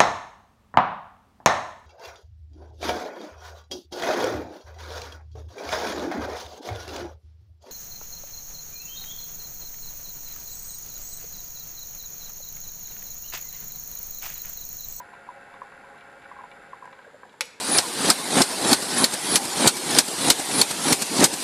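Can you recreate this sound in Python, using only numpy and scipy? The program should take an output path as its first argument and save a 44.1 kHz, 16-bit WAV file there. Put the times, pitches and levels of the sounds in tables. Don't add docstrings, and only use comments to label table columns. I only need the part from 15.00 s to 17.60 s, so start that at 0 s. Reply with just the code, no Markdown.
import sys
import numpy as np
from scipy import signal
from scipy.fft import rfft, irfft, next_fast_len
from scipy.io import wavfile
from scipy.ndimage import map_coordinates

SR = 44100
rng = np.random.default_rng(int(sys.argv[2]) if len(sys.argv) > 2 else 0)


def inscribe(sig):
    pcm = np.round(np.clip(np.atleast_2d(sig).T, -1, 1) * 32767)
    wavfile.write(sys.argv[1], SR, pcm.astype(np.int16))


N = 114660


def bubbles():
    # t/s, f/Hz, tone level/dB, lifetime/s, level of the gulp on opening/dB
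    plops = [(.001, 970, -30, 0.0085, -36.5), (.135, 1005, -38, 0.0074, -52),
             (.2885, 988, -27, 0.0057, -44), (.54, 1050, -38.5, 0.0061, -39.5),
             (0.564, 1070, -42, .005, -50), (0.6171, 1053, -27.5, 0.0066, -33.5),
             (.722, 1060, -42.5, 0.0065, -58), (.843, 1005, -40, 0.006, -51), (.943, 1070, -41, .005, -53),
             (1.3145, 1060, -31, 0.0053, -37.5), (1.365, 1070, -40.5, 0.0085, -37.5),
             (1.388, 1061, -35.5, 0.016, -43), (1.409, 960, -34, .004, -48), (1.4384, 975, -32, 0.006, -41),
             (1.7315, 1060, -29.5, 0.008, -36), (1.824, 1040, -33, 0.0076, -45),
             (1.842, 980, -38.5, 0.0048, -39), (1.855, 980, -37, 0.0053, -40),
             (1.876, 990, -36, 0.0067, -38), (1.929, 1030, -44, 0.0091, -38.5),
             (1.99, 1000, -43.5, 0.01, -39.5), (2.047, 1600, -47, 0.012, -50),
             (2.066, 613, -42.5, 0.0088, -51), (2.076, 500, -38.5, 0.0083, -47),
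             (2.144, 574, -37.5, 0.0054, -49), (2.161, 524, -45, 0.011, -52),
             (2.2313, 1040, -37, 0.0063, -33.5), (2.252, 760, -41, 0.0067, -49),
             (2.339, 910, -45, 0.0068, -45)]
    # f/Hz, level/dB, T60/s
    cavity_modes = [(527, -7, 0.063), (802, -9, .05), (1316, -6, 0.026), (1613, -3, 0.043),
                    (1840, -10, .025), (2230, -12, 0.023)]
    attack_s, rise_per_s = 0.00073, 2.5
    out, t = np.zeros(N), np.arange(SR // 10) / SR
    onset = 1 - np.exp(-t / attack_s)
    for start, hz, db, life, gulp_db in plops:
        phase = 2 * np.pi * hz * t * (1 + rise_per_s * (t - life) / 2)
        tone = amp(db) * np.sin(phase) * np.exp(-(t / life) ** 2.5)
        gulp = amp(gulp_db - 2) * ring(cavity_modes, t)
        add(out, start, onset * (tone + gulp))
    return out


def stir_bar():
    # t/s, glass level/dB, contact noise level/dB, spit level/dB
    taps = [(.138, -51.5, -62, -80), (.539, -54, -52, -70), (.632, -64, -60, -59), (.7195, -56, -65, -80),
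            (.985, -54, -55, -80), (1.009, -49, -52, -75), (1.219, -57, -48.5, -70),
            (1.243, -53.5, -59, -80), (1.5145, -45.5, -49, -75), (1.855, -62, -55, -58),
            (1.928, -50, -51, -70), (1.989, -62, -51, -66), (2.027, -57, -51, -80),
            (2.294, -56, -48.5, -70), (2.328, -63, -52, -62)]
    # f/Hz, level/dB, T60/s
    glass_modes = [(2014, -8, 0.13), (2320, 1, 0.085), (2830, -3, 0.035), (3500, -8, 0.024),
                   (3950, -5, 0.019), (5140, -27, 0.019)]
    # f/Hz, spectral level/dB
    contact_spectrum = [(300, -15), (900, 5), (2400, -4), (3700, 1), (4500, -10), (8000, -34), (14000, -45)]
    # f/Hz, spectral level/dB
    spit_spectrum = [(2500, -20), (5200, 0), (8000, -1), (12000, -12), (15000, -25)]
    attack_s, contact_t60_s = 0.00034, 0.023
    out, t = np.zeros(N), np.arange(SR // 10) / SR
    onset = 1 - np.exp(-t / attack_s)
    contact, spit = noise(contact_spectrum), noise(spit_spectrum)
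    for start, glass_db, contact_db, spit_db in taps:
        burst = (amp(contact_db) * contact + amp(spit_db) * spit)[round(start * SR):][:len(t)]
        crack = burst * amp(-1 - 60 * t / contact_t60_s)
        glass = amp(glass_db) * ring(glass_modes, t)
        add(out, start, onset * (glass + crack))
    return out


def switch_click():
    # t/s, level/dB
    blows = [(2.408, -19.5), (2.4535, -42)]
    # f/Hz, spectral level/dB
    snap_spectrum = [(300, -30), (1500, -0.5), (2300, 2.5), (3200, -2.5), (5000, -2.5), (7000, -6),
                     (9000, -9), (10500, -0.5), (11600, -9), (12500, -15), (14500, -20), (15500, -30)]
    # f/Hz, spectral level/dB
    crack_spectrum = [(200, -44), (330, -26), (500, -13), (850, -1), (1600, -7), (2000, 2.5), (2550, 8),
                      (3000, -4), (4000, 2.5), (5800, -2), (6600, -4.5), (8000, -3.5), (9000, -11),
                      (10200, -3), (11500, -7.5), (12300, -15), (14400, -23), (15500, -40)]
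    # f/Hz, level/dB, T60/s
    case_modes = [(508.4, -13, 0.18), (870, -7, 0.057), (1420, -11, 0.07), (1957, -7.5, 0.047),
                  (2190, -6, 0.074), (2336, -9, 0.088), (2442, -5.5, 0.065), (2600, -8.5, 0.062),
                  (2958, -17.5, 0.18), (3330, -24, 0.24), (3500, -20.5, 0.14), (3860, -7, 0.064),
                  (4550, -17, 0.046), (4968, -22, 0.049), (5410, -14, 0.033), (5570, -14, 0.065)]
    attack_s, snap_t60_s, crack_t60_s = 0.00041, 0.011, 0.054
    out, t = np.zeros(N), np.arange(SR // 4) / SR
    onset = 1 - np.exp(-t / attack_s)
    for start, db in blows:
        snap = noise(snap_spectrum)[:len(t)] * amp(6.5 - 60 * t / snap_t60_s)
        crack = noise(crack_spectrum)[:len(t)] * amp(-1.5 - 60 * t / crack_t60_s)
        case = amp(-3) * ring(case_modes, t)
        add(out, start, amp(db) * onset * (snap + crack + case))
    return out


def motor_whirr():
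    # t/s, level/dB
    drive_level = [(0, -52), (1.08, -51.5), (1.55, -51.5), (1.78, -52), (1.92, -54), (2.23, -61.5),
                   (2.38, -72)]
    # f/Hz, bandwidth/Hz, level/dB
    housing_modes = [(420, 33, -5.5), (548.5, 19, 5.5), (808.5, 47, 3.5), (950, 29, -9.5), (1075, 37, -3.5),
                     (1327, 82, -5.5), (1482, 96, -1.5), (1599, 35, 0), (1870, 106, -10),
                     (2044, 190, -10.5), (2293, 24, -5.5), (2637, 114, -12)]
    # f/Hz, spectral level/dB
    rub_spectrum = [(200, -4), (700, -11), (1150, -10), (1300, 2.5), (1700, 1), (2300, -4), (2450, -12.5),
                    (2750, -13), (3500, -17.5), (5500, -24.5), (9000, -63)]
    housing = lambda f: sum(amp(db) * resonance(f, hz, width) for hz, width, db in housing_modes)
    grains = rng.standard_normal(N) * amp(2 * wobble(150))
    whirr = amp(1) * unit(filtered(grains, housing))
    rub = amp(-6.5) * noise(rub_spectrum)
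    return amp(curve(drive_level)) * (whirr + rub)


def motor_hum():
    # t/s, level/dB
    hum_level = [(0, 1), (1.68, 0.5), (1.75, -6), (1.95, -16), (2.6, -20)]
    # f/Hz, level/dB
    lines = [(50.2, -82), (150.7, -77), (200.9, -74), (401.8, -75), (602.8, -78), (703.3, -61.5),
             (820, -63), (1415, -64)]
    waver_db, waver_rad = 1, 0.4
    hum, t = np.zeros(N), np.arange(N) / SR
    for hz, db in lines:
        peak = np.sqrt(2) * amp(db + waver_db * wobble(8))
        hum += peak * np.sin(2 * np.pi * hz * t + waver_rad * wobble(8.5))
    return amp(curve(hum_level)) * hum


def speed_control():
    # t/s, level/dB
    load_level = [(0, 1), (1.65, 0), (1.85, -2), (2.0, -5), (2.6, -5)]
    # delay/s, level/dB
    pulse_group = [(0, 0), (.0034, -10.5), (.0068, -10)]
    # f/Hz, bandwidth/Hz, level/dB, share of the load curve followed (0-1)
    coil_modes = [(3600, 300, -76.5, .3), (7240, 103, -75, 0), (10680, 420, -74.5, 1), (14360, 180, -93, 0)]
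    # f/Hz, spectral level/dB
    hiss_spectrum = [(2000, -8), (3500, -8.5), (4800, -1), (5700, -19), (6500, -14), (9000, -21),
                     (10300, -10), (11300, -12), (13000, -28)]
    mains_hz, first_pulse_s, jitter_s, scatter_db = 50.23, .0026, .00004, 2
    starts = np.arange(first_pulse_s, N / SR, 1 / (2 * mains_hz))
    pulses = np.zeros(N + SR)
    for delay, db in pulse_group:
        times = starts + delay + jitter_s * rng.standard_normal(len(starts))
        pulses[np.round(times * SR).astype(int)] += amp(db + scatter_db * rng.standard_normal(len(starts)))
    coil, load_db = np.zeros(N), curve(load_level)
    for hz, width, db, share in coil_modes:
        two_bandpasses = lambda f: (1.5j * width * f / (hz * hz - f * f + 1.5j * width * f)) ** 2
        coil += amp(db + share * load_db) * unit(filtered(pulses, two_bandpasses))
    cycle = np.cos(4 * np.pi * mains_hz * (np.arange(N) / SR - first_pulse_s))
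    hiss = unit(np.exp(.7 * cycle) * noise(hiss_spectrum))
    return coil + amp(-75) * hiss


def in_lab(x, near_db, room_db):
    # f/Hz, T60/s
    near_decay = [(300, 0.052), (2000, 0.079), (12000, 0.013)]
    # f/Hz, T60/s
    room_decay = [(200, 0.27), (2500, 0.7), (7000, 0.48), (14000, 0.29)]
    early = amp(near_db) * echo(x, near_decay, delay_s=.007)
    late = amp(room_db) * echo(x, room_decay, delay_s=.015)
    return x + early + late


def noise_floor():
    # f/Hz, spectral level/dB
    floor_spectrum = [(12, -43), (30, -24), (60, -11), (120, -3.5), (220, 0.5), (380, -1.5), (500, 3.5),
                      (660, -4), (950, 1), (1170, -7.5), (1600, -1.5), (2500, -14), (3600, -15.5),
                      (5300, -21.5), (5700, -30), (6100, -23), (8200, -23), (9400, -28.5), (11800, -34.5),
                      (12800, -34), (14500, -41), (15500, -55)]
    return amp(-55) * noise(floor_spectrum)


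def ring(modes, t):
    drift_rad, knots_per_s = .6, 120
    knots = np.arange(0, t[-1] + 1 / knots_per_s, 1 / knots_per_s)
    out = np.zeros(len(t))
    for hz, db, t60 in modes:
        phase = 2 * np.pi * (hz * t + rng.random())
        drift = drift_rad * np.interp(t, knots, rng.standard_normal(len(knots)))
        out += amp(db - 60 * t / t60) * np.sin(phase + drift)
    return out


def resonance(f, hz, width):
    return 1 / (1 + ((f * f - hz * hz) / (1.5 * width * f + 1e-9)) ** 2)


def echo(x, decay, delay_s):
    hz, t, spectra = signal.stft(rng.standard_normal(SR // 2), SR, nperseg=128)
    damping = amp(-60 * t / along(decay, hz)[:, None])
    _, tail = signal.istft(spectra * damping, SR, nperseg=128)
    response = np.pad(tail / np.linalg.norm(tail), (round(delay_s * SR), 0))
    return signal.fftconvolve(x, response)[:N]


def noise(spectrum):
    return unit(filtered(rng.standard_normal(N), lambda hz: amp(along(spectrum, hz))))


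def filtered(x, response):
    size = next_fast_len(N + SR // 2)
    return irfft(rfft(x, size) * response(np.fft.rfftfreq(size, 1 / SR)), size)[:N]


def wobble(rate):
    knots = rng.standard_normal(int(N * rate / SR) + 4)
    return map_coordinates(knots, [np.arange(N) * rate / SR])


def curve(points):
    times, values = np.transpose(points)
    return np.interp(np.arange(N) / SR, times, values)


def along(points, hz):
    f, values = np.transpose(points)
    return np.interp(np.log(hz + 1), np.log(f + 1), values)


def add(track, start_s, sound):
    part = track[round(start_s * SR):][:len(sound)]
    part += sound[:len(part)]


def amp(db):
    return 10 ** (np.asarray(db) / 20)


def unit(x):
    return x / np.sqrt(np.mean(x ** 2) + 1e-20)


def scene():
    beaker = in_lab(bubbles() + stir_bar(), near_db=-11, room_db=-23.5)
    click = in_lab(switch_click(), near_db=-23, room_db=-16)
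    stirrer = motor_whirr() + motor_hum() + speed_control()
    return (beaker + click + stirrer + noise_floor())[None]


def record(dry):
    cutoff_hz = 15300
    return filtered(dry[0], lambda hz: hz < cutoff_hz)[None]


dry = scene()
out = record(dry)
inscribe(out)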